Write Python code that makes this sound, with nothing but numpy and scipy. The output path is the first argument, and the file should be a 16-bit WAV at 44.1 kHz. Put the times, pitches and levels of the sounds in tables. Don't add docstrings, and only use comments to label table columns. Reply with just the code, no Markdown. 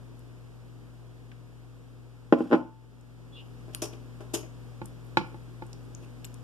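import sys
import numpy as np
from scipy import signal
from scipy.fft import rfft, irfft, next_fast_len
from scipy.io import wavfile

SR = 44100
rng = np.random.default_rng(int(sys.argv[2]) if len(sys.argv) > 2 else 0)


def generate_wav(sig):
    pcm = np.round(np.clip(np.atleast_2d(sig).T, -1, 1) * 32767).astype(np.int16)
    wavfile.write(sys.argv[1], SR, pcm)


N = 283621

# (Hz, left dB, right dB, left lead rad, waver dB)
HUM = [(56.8, -63, -51, 1.4, 0), (119.8, -42.5, -50, -0.88, 0.7), (164, -59, -61, 0.53, 3), (237.6, -57, -63, 0.68, 2.5),
       (265.6, -64, -61.5, -0.46, 3.5), (487, -67, -76, 0.24, 1.5)]
# (Hz, dB per Hz)
HISS = [(30, -113.5), (60, -81), (150, -96), (300, -78), (600, -96), (1200, -96), (2500, -102), (5000, -107), (9000, -112), (12000, -118), (14100, -120), (14500, -140)]
# (Hz, dB per Hz)
RUMBLE = [(30, -100), (100, -82.5), (200, -85), (400, -86.5), (800, -100), (1600, -118)]
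# (s, blow dB, contact ms)
BOWL_BLOWS = [(2.3245, -6.5, 0.77), (2.335, -16.5, 0.77), (2.4055, -14.5, 1.72), (2.457, -25, 2.6), (2.504, -26, 2.0), (2.657, -45, 2.2)]
# (Hz, dB, t60 s, left-right dB, left lead rad)
BOWL = [(189, -17, 0.17, -3.5, 0.6), (245.2, -7, 0.23, -1, -0.26), (326, 3, 0.1, 1, 0), (380, -6, 0.042, 0, 1.2), (456, -6.5, 0.072, -3, 0.5),
        (554, -13, 0.063, -7.5, 0.4), (678, -9, 0.035, -9, 4), (809, -8, 0.066, -5, 0.5), (1025, -5.5, 0.052, 0, -2.14),
        (1280, -8.5, 0.034, -2, -2.5), (1490, -1.5, 0.014, -13, 4.5), (1770, -6.5, 0.037, -10.5, 2)]
# (s, blow dB, contact ms)
DISH_TAPS = [(4.8163, -25, 0.92), (5.1711, -14, 0.25), (5.213, -23.5, 1), (5.344, -33.5, 1), (5.622, -29, 0.79)]
# (Hz, dB, t60 s, left-right dB, left lead rad)
DISH = [(169, -14.5, 0.15, -8, 1.7), (202, -14.5, 0.19, -7, 1), (342, -3.5, 0.07, -3, 0.1), (521, -8, 0.027, -6.5, -1.2), (878, -1, 0.04, 4.5, -1),
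        (1093, -11, 0.037, 3, 0), (1405, -8, 0.043, 0, 1.36), (1715, -4, 0.042, -5.5, 3), (2120, 0, 0.017, -1, 4), (2385, -9, 0.026, -22.5, -1.5),
        (3050, -10, 0.022, 9, 2.5), (3920, 6, 0.014, -1, 2.5)]
# (s, spray dB, its loudest band Hz, thud dB, thud contact ms, rise ms)
SLAPS = [(3.6781, -73, 1510, -45.5, 1.15, 2.6), (3.7271, -63.5, 2990, -48.5, 1.75, 10.5), (3.8181, -35.5, 5760, -29, 1.13, 3.4), (3.9251, -63, 2490, -46.5, .84, 6.1),
         (4.2021, -67.5, 1100, -44.5, .62, 4.1), (4.3341, -34.5, 6610, -23, 2.0, 7.9), (4.4281, -66, 2010, -43, 1.65, 1.3), (6.0141, -68, 2510, -53.5, .82, 23)]
# (Hz, dB)
SPRAY = [(600, -2), (1200, -4.5), (2500, 2), (4200, -1.5), (6000, 2), (8200, 0.5), (10000, 2), (12500, -5.5), (15500, -7)]
# (Hz, dB, t60 s, left-right dB, left lead rad)
THUD = [(341.5, 5, 0.085, 2, 0.3), (397.3, -5.5, 0.23, 1, 0.4), (439, -4.5, 0.236, 4, 0.3), (607, -5.5, 0.11, 14, 1.3), (785, -8, 0.07, -16, 2), (1130, 0.5, 0.062, -4, -2.5)]
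# (s, peak dB, pitch Hz, width Hz, length ms)
TICKS = [(.1925, -48.5, 9000, 7000, 2.5), (1.316, -43.5, 1690, 2500, 9), (3.0113, -49, 7700, 7100, 3), (3.737, -49, 5000, 6000, 3),
         (3.7482, -21, 1100, 4000, .6), (3.7486, -19, 9300, 5760, 1.1), (3.935, -44, 2780, 2500, 4), (4.857, -35.5, 8700, 8000, 4.6),
         (5.666, -46, 7960, 7000, 2.7), (5.7306, -34, 4600, 6000, 3.3), (5.9492, -34, 6500, 2300, 3.8), (6.245, -34, 2500, 4500, 9.2),
         (6.246, -36.5, 12400, 5000, 5.7), (6.250, -31.5, 7400, 2210, 6.3), (6.342, -40.5, 7440, 9000, 4.2)]
# (start s, length s, first Hz, last Hz, dB)
SQUEAK = [(3.321, .1, 3400, 3420, -55.5), (3.351, .085, 2745, 2960, -54)]
ROOM_T60 = [(200, 0.29), (1000, 0.32), (4000, 0.3), (12000, 0.15)]   # (Hz, s)
CROSS_S, CROSS_LEFT, CROSS_RIGHT = 0.000479, 0.76, 0.73
CROSS_LOW_HZ, CROSS_HIGH_HZ = 306, 6340
CUTOFF_HZ = 15500
RIM_S, RIM_DB, RIM_HZ, RIM_T60_S = 2.551, -46, 883, .65
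EARLY_DB, SAG_DB_PER_S, SUNK_DB, SINK_S, HOLD_S, CLIMB_DB_PER_S = -2, 1.0, -7.5, .04, 0.43, 8.5
BAND_DB, BAND_FROM_HZ, BAND_DB_PER_OCTAVE = 5, 5700, 8
TICK_PAN_DB = 3.5
# span s, peak dB, pitch range Hz, width Hz, length ms
FINE_SPAN_S, FINE_DB, FINE_HZ, FINE_WIDTH_HZ, FINE_MS = (4.2, 7.1), -54.5, (8000, 13000), 3000, 2.5
SQUEAK_RISE_S, SQUEAK_FADE_DB, SQUEAK_BREAKUP = .016, 17, 2.4
RATTLE_S, RATTLE_GAP_S, RATTLE_SHRINK, RATTLE_CONTACT_MS = 2.5125, .0098, .89, .7
RATTLE_DB, RATTLE_SWELL_DB, RATTLE_FADE_DB = -11.5, 5.5, 3.0
RUB_DB, RUB_END_S, RUB_T60_S, RUB_HZ, RUB_WIDTH_HZ, RUB_TREBLE_DB = -50, 2.56, .35, 950, 1100, -29
SLAP_T60_S, SLAP_PAN_DB = .16, 2.3
SLAP_CONTACT_MS = None


def from_db(db):
    return 10 ** (np.asarray(db) / 20)


def at_hz(points, hz):
    return np.interp(np.log(hz + 1), np.log(np.array(points)[:, 0]), np.array(points)[:, 1])


def coloured(x, spectrum):
    hz = np.fft.rfftfreq(x.shape[-1], 1 / SR)
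    return irfft(rfft(x) * from_db(at_hz(spectrum, hz)), x.shape[-1])


def drift(rate):
    steps = rng.standard_normal(int(N / SR * rate) + 2)
    return np.interp(np.arange(N) / SR * rate, np.arange(len(steps)), steps)


def ring(x, hz, t60):
    return signal.lfilter([1], [1, -from_db(-60 / (t60 * SR)) * np.exp(2j * np.pi * hz / SR)], x + 1e-18)


def resonance(x, hz, width_hz):
    r = np.exp(-np.pi * width_hz / SR)
    return signal.lfilter((1 - r * r) / 2 * np.array([1, 0, -1]), [1, -2 * r * np.cos(2 * np.pi * hz / SR), r * r], x)


def add(out, s, sound, pan_db=0):
    i = round(s * SR)
    out[:, i:i + sound.shape[-1]] += (sound * from_db([[pan_db / 2], [-pan_db / 2]]))[:, :N - i]


def blow(modes, contact_ms, crack_db, crack_hz, crack_t60, low_hz):
    t = np.arange(int(.4 * SR)) / SR
    force = t * np.exp(-t * 4000 / max(contact_ms, .1))
    force, out = force / force.sum(), 0
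    for hz, level_db, t60, pan_db, lead in modes:
        sides = from_db([[pan_db / 2], [-pan_db / 2]]) * np.exp(.5j * lead * np.array([[1], [-1]]))
        out = out - from_db(level_db + rng.normal()) * (sides * ring(force, hz, t60)).imag
    crack = rng.standard_normal((2, len(t))) * from_db(crack_db - 60 * t / crack_t60)
    crack = resonance(signal.fftconvolve(crack, force[None, :200], axes=1)[:, :len(t)], crack_hz, 0.96 * crack_hz)
    return signal.sosfilt(signal.butter(6, low_hz, "high", fs=SR, output="sos"), out + crack)


def bowl():
    out, click, k = np.zeros((2, N)), np.zeros(N), np.arange(7)
    times = RATTLE_S + np.cumsum(RATTLE_GAP_S * RATTLE_SHRINK ** k) - RATTLE_GAP_S
    levels_db = RATTLE_DB - np.maximum(RATTLE_SWELL_DB * (2 - k), RATTLE_FADE_DB * (k - 2))
    rattle = [(s, level_db, RATTLE_CONTACT_MS) for s, level_db in zip(times, levels_db)]
    for s, blow_db, contact_ms in BOWL_BLOWS + rattle:
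        add(out, s, from_db(blow_db) * blow(BOWL, contact_ms, crack_db=6.5, crack_hz=2300, crack_t60=0.051, low_hz=186))
    click[round(RIM_S * SR)] = from_db(RIM_DB)
    return out + ring(click, RIM_HZ, RIM_T60_S).imag


def dish():
    out = np.zeros((2, N))
    for s, blow_db, contact_ms in DISH_TAPS:
        add(out, s, from_db(blow_db) * blow(DISH, contact_ms, crack_db=2.2, crack_hz=3300, crack_t60=0.075, low_hz=109))
    return out


def slaps():
    out, t = np.zeros((2, N)), np.arange(int(.3 * SR)) / SR
    for s, spray_db, band_hz, thud_db, contact_ms, rise_ms in SLAPS:
        shape = np.minimum(t * 1000 / rise_ms, 1) ** 1.04 * from_db(-60 * np.maximum(t - rise_ms / 1000, 0) / SLAP_T60_S)
        noise = rng.standard_normal((3, len(t)))
        grain = from_db(1.6 * rng.exponential(1, len(t)) + 2 * drift(200)[:len(t)])
        spray = coloured((noise[:2] + 0.62 * noise[2]) * grain, SPRAY) * shape
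        band_db = BAND_DB + BAND_DB_PER_OCTAVE * np.log2(BAND_FROM_HZ / band_hz)
        add(out, s, from_db(spray_db) * (spray + from_db(band_db) * resonance(spray, band_hz, 620)), SLAP_PAN_DB)
        thud = blow(THUD, contact_ms, crack_db=11.0, crack_hz=780, crack_t60=0.27, low_hz=201)
        add(out, s + rise_ms / 4000, from_db(thud_db - 10.5) * thud, SLAP_PAN_DB)
        add(out, s + rise_ms / 4000 + 1 / THUD[0][0], from_db(thud_db - 0.5) * thud, SLAP_PAN_DB)
    return out


def ticks():
    out, t = np.zeros((2, N)), np.arange(int(.05 * SR)) / SR
    fine = [(np.interp(when, [0, 1], FINE_SPAN_S), FINE_DB, np.interp(pitch, [0, 1], FINE_HZ), FINE_WIDTH_HZ, FINE_MS)
            for when, pitch in rng.random((8, 2))]
    for s, peak_db, hz, width_hz, length_ms in TICKS + fine:
        noise = rng.standard_normal((3, len(t)))
        snap = (noise[2] + 2.7 * noise[:2]) * np.exp(-t * 2000 / length_ms)
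        snap = resonance(resonance(snap, hz, width_hz), hz, 0.52 * width_hz)
        add(out, s, from_db(peak_db) * snap / np.abs(snap).max(), TICK_PAN_DB)
    return out


def squeak():
    out = np.zeros((2, N))
    for start, length, first_hz, last_hz, level_db in SQUEAK:
        t = np.arange(int(length * SR)) / SR
        middle_hz = (first_hz + last_hz) / 2
        rough = resonance(resonance(rng.standard_normal((2, len(t))), middle_hz, 700), middle_hz, 700)
        tone = np.sin(2 * np.pi * t * (first_hz + (last_hz - first_hz) * t / length / 2)) + SQUEAK_BREAKUP * t / length * rough / rough.std()
        edges = np.minimum(np.minimum(t, length - t) / SQUEAK_RISE_S, 1)
        add(out, start, edges * from_db(level_db - SQUEAK_FADE_DB * (t / length) ** 2) * tone)
    return out


def fridge():
    out, t = np.zeros((2, N)), np.arange(N) / SR
    for hz, left_db, right_db, lead, waver_db in HUM:
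        phase = 2 * np.pi * (hz * t + rng.random())
        level = from_db([[left_db], [right_db]] + waver_db * drift(12)) * np.sqrt(2)
        out += level * np.sin(phase + [[lead], [0]])
    return out


def kitchen(x):
    t, tail = np.arange(int(.4 * SR)) / SR, 0
    noise = rng.standard_normal((3, len(t))) * np.minimum(t / 0.0015, 1)
    for low in 110 * 2. ** np.arange(7):
        mixed = noise[:2] + 500 / low * noise[2]
        band = signal.sosfilt(signal.butter(2, [low, 2 * low], "band", fs=SR, output="sos"), mixed / mixed.std())
        tail = tail + band * from_db(-60 * t / at_hz(ROOM_T60, low * np.sqrt(2)))
    return signal.fftconvolve(x, tail / np.sqrt(np.sum(tail ** 2) / 2), axes=1)[:, :N]


def background_db():
    landing = BOWL_BLOWS[0][0]
    times = [0, landing, landing + SINK_S, landing + HOLD_S, landing + HOLD_S - SUNK_DB / CLIMB_DB_PER_S]
    return np.interp(np.arange(N) / SR, times, [EARLY_DB, EARLY_DB - SAG_DB_PER_S * landing, SUNK_DB, SUNK_DB, 0])




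def rub():
    t, noise = np.arange(N) / SR, rng.standard_normal((3, N))
    grit = (noise[2] + 0.6 * noise[:2]) * from_db(2.5 * drift(90))
    level = (t > BOWL_BLOWS[0][0]) * from_db(np.interp(t, [RUB_END_S, RUB_END_S + RUB_T60_S], [RUB_DB, RUB_DB - 60]))
    return level * (resonance(grit, RUB_HZ, RUB_WIDTH_HZ) + from_db(RUB_TREBLE_DB) * grit)


def scene():
    knocks, wet = bowl() + dish(), slaps() + ticks() + squeak()
    per_hz = np.sqrt(SR / 2) * rng.standard_normal((3, next_fast_len(N)))
    floor = coloured(per_hz[:2], HISS)[:, :N] + coloured(per_hz[2], RUMBLE)[:N]
    swell = from_db(background_db())
    room = kitchen(from_db(-12.0) * knocks + from_db(-11) * wet)
    return knocks + rub() + wet + room + swell * (from_db(1.5) * floor + fridge())


def record(dry):
    size = next_fast_len(N + 100)
    hz, both = np.fft.rfftfreq(size, 1 / SR), rfft(dry, size)
    band = (1 - np.exp(-(hz / CROSS_LOW_HZ) ** 2)) * np.exp(-(hz / CROSS_HIGH_HZ) ** 2)
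    cross = band * np.exp(-2j * np.pi * hz * CROSS_S) * [[CROSS_LEFT], [CROSS_RIGHT]]
    wide = irfft(both - cross * both[::-1], size)[:, :N]
    return signal.sosfilt(signal.cheby2(12, 70, CUTOFF_HZ, fs=SR, output="sos"), wide)


dry = scene()
out = record(dry)
generate_wav(out)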